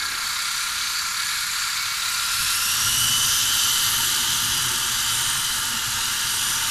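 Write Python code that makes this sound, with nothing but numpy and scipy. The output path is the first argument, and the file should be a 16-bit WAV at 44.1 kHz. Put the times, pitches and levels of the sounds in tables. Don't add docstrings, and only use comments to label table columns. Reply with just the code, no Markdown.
import sys
import numpy as np
from scipy import signal
from scipy.io import wavfile
from scipy.ndimage import uniform_filter1d

SR = 44100
rng = np.random.default_rng(int(sys.argv[2]) if len(sys.argv) > 2 else 0)


def invert_db(level):
    return 10 ** (np.asarray(level, dtype=float) / 20)


def materialize(psi):
    bounded = np.clip(np.atleast_2d(psi).T, -1, 1)
    quanta = np.round(bounded * 32767).astype(np.int16)
    wavfile.write(sys.argv[1], SR, quanta)


N = 295470

# time in seconds, tooth rate of the faster gear train in Hz.
THROTTLE = [(0, 2278), (0.8, 2360), (1.7, 2332), (2.05, 2420), (2.6, 2770), (3.0, 2970), (3.4, 3055),
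            (5.6, 3054), (5.85, 2900), (6.4, 2976), (6.7, 2950)]
# time in seconds, level in dB.
FLIGHT_LEVEL = [(0, -30), (0.5, -28), (2.05, -27.5), (3.4, -24), (4.0, -25), (4.66, -26), (5.35, -27),
                (5.8, -29), (6.1, -27.5), (6.7, -27.5)]


def gears(t):
    # centre in seconds, half-length in seconds,
    # line (1 fast train, 2 slow train, 3 second harmonic), rise in dB.
    line_swells = [(0.35, 0.16, 3, 19), (1.0, 0.18, 3, 17), (3.07, 0.16, 1, 8.5), (3.2, .1, 2, 8),
                   (3.55, 0.1, 1, 8), (3.87, .15, 2, 10), (4.85, 0.17, 2, 5), (5.1, .12, 1, 5.5),
                   (5.5, .12, 1, 5.5), (0.1, 0.24, 2, 4), (1.9, .15, 2, 5), (6.52, .13, 3, 13.5)]
    tooth_hz, up = curve(THROTTLE, t)[0], airborne(t)

    fast_db = loaded((-45, -37), t) + 1.74 * swing(t) + bumps(line_swells, t, order=1)
    slow_db = loaded((-44.5, -45.5), t) + bumps(line_swells, t, order=2)
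    second_db = loaded((-52, -46.5), t) + 3.7 * swing(t) + 9 * strain(t)
    second_db += bumps(line_swells, t, order=3)

    rate_ratio = 0.95 + 0.018 * up
    slack = 0.007 - 0.0045 * up

    def line_phase(hz):
        smeared_hz = hz * (1 + slack * wander(18))
        return 2 * np.pi * np.cumsum(smeared_hz) / SR + 0.3 * wander(60)

    fast = line_phase(tooth_hz)
    slow = line_phase(tooth_hz * rate_ratio)
    lines = invert_db(fast_db + 1.6 * wander(8)) * np.sin(fast)
    lines += invert_db(slow_db + 3.5 * wander(12)) * np.sin(slow)

    second = (0.7 * up ** 3 + wander(200)) * np.sin(2 * fast)
    second += wander(200) * np.cos(2 * fast)
    second += wander(200) * np.sin(2 * slow)
    lines += invert_db(second_db) * second

    def skirt_power(f, s):
        hz, load = curve(THROTTLE, s)[0], airborne(s)
        first_skirt = invert_db(2 * (4 + 4.7 * load)) * peak(f, 0.99 * hz, 363)
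        second_skirt = invert_db(2 * (2.5 + 2.0 * load)) * peak(f, 1.966 * hz, 670)
        return first_skirt + second_skirt

    skirt = coloured(chatter(t, throb=0.24, flicker_db=0.8), skirt_power)
    return lines + invert_db(curve(FLIGHT_LEVEL, t)[0]) * skirt


def skids(t):
    out = np.zeros(N)
    for centre_hz, width_hz, db in [(3970, 690, 5.9), (4574, 340, 10.4)]:
        buzz = chatter(t, throb=0.25 + 1.5 * np.exp(-t / 0.19), flicker_db=3.5)

        def part_power(f, s):
            sharp_edge = 1 + (f / 4900) ** 60
            return (1 - 0.86 * airborne(s)) * peak(f, centre_hz, width_hz) / sharp_edge

        out += invert_db(db) * coloured(buzz, part_power)
    return invert_db(curve(FLIGHT_LEVEL, t)[0]) * out


def shell(t):
    # mode frequency in Hz, width in Hz, relative level in dB on the hand and in the air.
    shell_modes = [(915, 36, -19, -3), (1048, 77, -13.5, -15.5), (1200, 34, -8.5, 0),
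                   (1382, 66, -2.5, -2.5), (1450, 155, -24, -5.5), (1640, 78, -10.5, -3),
                   (1780, 170, -15, -8), (2058, 16, -9, -1)]
    let_go_s, let_go_span_s = 3.47, 0.27

    def mode_power(f, s):
        free = 0.5 + 0.5 * np.tanh((s - let_go_s) / let_go_span_s)
        return sum(invert_db(2 * (held_db + (free_db - held_db) * free)) * peak(f, hz, width_hz)
                   for hz, width_hz, held_db, free_db in shell_modes)

    ring = coloured(chatter(t, throb=0.09, flicker_db=0.6), mode_power)
    running_rms = np.sqrt(uniform_filter1d(ring ** 2, size=SR))
    rattle_db = -33.5 + 0.082 * swing(t) + 1.5 * strain(t)
    return invert_db(rattle_db) * ring / running_rms


def blades(t):
    # frequency in Hz, relative density in dB per Hz on the hand and in the air.
    hiss_spectrum = [(300, -29.5, -16), (694, -21.5, -18.5), (900, -14.5, -8), (1500, -2.5, -2.5),
                     (2410, -6.5, -9.5), (3240, -6, -0.5), (4500, -5.5, -6.5), (4740, -6, -7),
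                     (7300, -4.5, -3), (7940, -10, -6.5), (9740, -13.5, -11.5), (12000, -17.5, -13),
                     (13600, -19, -15.5), (14300, -26, -25)]
    # frequency in Hz, width in Hz,
    # dB over the hiss on the hand and in the air.
    frame_modes = [(3960, 280, 5.5, 4), (4780, 260, -11, 6), (7000, 380, 1.5, 0.5), (9160, 380, 2, 4.5),
                   (11160, 1060, 6, 6), (13740, 300, 4, 5)]
    # centre in seconds, half-length in seconds,
    # frequency in Hz, width in Hz, dB over the hiss.
    glints = [(3.88, 0.13, 11300, 550, 10.5), (2.7, 0.3, 11300, 820, 5), (0.98, .12, 4660, 120, 6),
              (3.73, 0.27, 13100, 470, 9), (0.78, 0.55, 233, 48, 13.5), (3.15, 0.27, 9470, 490, 5.5),
              (5.3, 0.17, 8900, 410, 6), (6.48, 0.16, 9100, 620, 8), (0.046, 0.072, 1640, 45, 18.5),
              (3.66, 0.11, 1390, 71, 9.5), (1.3, 0.32, 1680, 59, 8.5), (0.074, .1, 320, 150, 13.5)]

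    def hiss_power(f, s):
        up = airborne(s)
        at_hz, held, free = np.transpose(hiss_spectrum)
        held, free = (np.interp(np.log(f + 1), np.log(at_hz), db) for db in (held, free))
        rings = sum((invert_db(2 * (held_db + (free_db - held_db) * up)) - 1) * peak(f, hz, width_hz)
                    for hz, width_hz, held_db, free_db in frame_modes)
        flares = sum(invert_db(2 * db) * peak(f, hz, width_hz) * np.exp(-((s - centre_s) / span_s) ** 2)
                     for centre_s, span_s, hz, width_hz, db in glints)
        hiss_db = held + (free - held) * up + 1.2 * patches(f, s)
        return invert_db(2 * hiss_db) * (1 + rings + flares)

    def band(low_hz, high_hz, throb, flicker_db):
        return coloured(chatter(t, throb, flicker_db),
                        lambda f, s: hiss_power(f, s) * (f >= low_hz) * (f < high_hz))

    low = band(0, 2600, throb=0.033, flicker_db=1.0)
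    middle = band(2600, 7800, throb=0.061, flicker_db=1.0)
    treble = band(7800, 12600, throb=0.06, flicker_db=1.6)
    treble = treble + band(12600, np.inf, throb=0.06, flicker_db=1.9)

    hiss = invert_db(-19.5 + 0.082 * swing(t)) * low
    hiss += invert_db(-18 + swing(t)) * middle
    hiss += invert_db(-16 + 0.84 * swing(t) + 1.1 * strain(t)) * treble
    return hiss


def rotor_air(t):
    # level in dB at idle, level in dB in the air.
    flutter_db = [(-71, -50), (-63.5, -55), (-80, -64)]
    # centre in seconds, half-length in seconds,
    # harmonic number, rise in dB.
    flutter_swells = [(2.42, .08, 1, 19.5), (3.02, 0.25, 1, 11.5), (3.9, 0.11, 1, 5), (4.5, 0.26, 1, 9.5),
                      (5.3, .2, 1, 7), (5.94, 0.068, 1, 9), (2.95, .2, 2, 7), (4.55, 0.44, 2, 7),
                      (5.7, 0.13, 2, 8.5), (4.1, .2, 3, 13), (4.75, 0.32, 3, 13)]
    # frequency in Hz, relative density in dB per Hz.
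    wash_spectrum = [(20, 1), (60, 1), (130, -2), (250, -14), (500, -23.5), (800, -36)]
    teeth_per_pass = 25.6

    phase = 2 * np.pi * np.cumsum(curve(THROTTLE, t)[0] / teeth_per_pass) / SR
    flutter = np.zeros(N)
    for k, pair_db in enumerate(flutter_db, start=1):
        level = invert_db(loaded(pair_db, t) + bumps(flutter_swells, t, order=k))
        fuzzy_line = (0.9 + wander(25)) * np.sin(k * phase) + wander(25) * np.cos(k * phase)
        flutter += level * fuzzy_line

    at_hz, density_db = np.transpose(wash_spectrum)

    def wash_power(f, s):
        return invert_db(2 * np.interp(np.log(f + 1), np.log(at_hz), density_db, right=-90))

    wash = evened(coloured(rng.standard_normal(N), wash_power))
    wash_db = loaded((-51.5, -45.5), t) + 0.24 * bumps(flutter_swells, t, order=1)
    return flutter + invert_db(wash_db) * wash


def hall(x, t60=0.77, wet_db=-7):
    slots = np.arange(300, SR, 20)
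    at = slots + rng.integers(0, 20, len(slots))
    tail = np.zeros(SR + 20)
    tail[at] = rng.choice([-1., 1.], len(at)) * invert_db(-60 * at / SR / t60)
    return x + invert_db(wet_db) * signal.fftconvolve(x, tail / np.linalg.norm(tail))[:N]


def chatter(t, throb, flicker_db):
    teeth_per_turn = 70
    turn = 2 * np.pi * np.cumsum(curve(THROTTLE, t)[0]) / teeth_per_turn / SR
    beat = 1 + throb * (1 - 0.44 * airborne(t)) * np.cos(turn + 0.5 * wander(1.0))
    flicker = invert_db(flicker_db * (wander(210) + 0.38 * wander(5.8)))
    return evened(beat * flicker * rng.standard_normal(N))


def airborne(t):
    idle_hz, hover_hz = 2414, 2958
    return np.clip((curve(THROTTLE, t)[0] - idle_hz) / (hover_hz - idle_hz), 0, 1)


def strain(t):
    rise_hz_per_s = np.gradient(curve(THROTTLE, t)[0]) * SR
    return uniform_filter1d(rise_hz_per_s, size=SR // 4).clip(0) / 600


def swing(t):
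    return curve(FLIGHT_LEVEL, t)[0] + 27


def loaded(pair_db, t):
    idle_db, air_db = pair_db
    return idle_db + (air_db - idle_db) * airborne(t)


def bumps(rows, t, order):
    return sum(db * np.exp(-((t - centre_s) / span_s) ** 2)
               for centre_s, span_s, k, db in rows if round(k) == order)


def curve(rows, t):
    s, *columns = np.transpose(rows)
    return [np.interp(t, s, c) for c in columns]


def evened(x):
    return x / np.sqrt(np.mean(x ** 2) + 1e-20)


def wander(rate_hz):
    r = np.exp(-2 * np.pi * rate_hz / SR)
    noise = rng.standard_normal(N + SR)
    return evened(signal.lfilter([1], [1, -2 * r, r * r], noise)[SR:])


def patches(f, s):
    field = rng.standard_normal((len(s), len(f))).T
    for _ in range(2):
        field = uniform_filter1d(field, size=14, axis=0)
        field = uniform_filter1d(field, size=16, axis=1)
    return evened(field)


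def peak(hz, centre_hz, width_hz):
    return 1 / (1 + (1.2 * (hz - centre_hz) / width_hz) ** 2) ** 2


def coloured(x, power):
    size, overlap = 2048, 1536
    hz, t, z = signal.stft(x, SR, nperseg=size, noverlap=overlap)
    z = z * np.sqrt(power(hz[:, None], t))
    return signal.istft(z, SR, nperseg=size, noverlap=overlap)[1][:N]


def scene():
    t = np.arange(N) / SR
    mono = hall(gears(t)) + skids(t) + shell(t) + blades(t) + rotor_air(t)
    return np.array([mono, mono])


def roll_off(x):
    return signal.sosfilt(signal.butter(12, 14890, fs=SR, output="sos"), x)


def record(dry):
    edge = signal.firwin(numtaps=511, cutoff=14350, window=("kaiser", 9), fs=SR)
    finished = signal.oaconvolve(dry, edge[None], "same")
    return roll_off(finished)


dry = scene()
out = record(dry)
materialize(out)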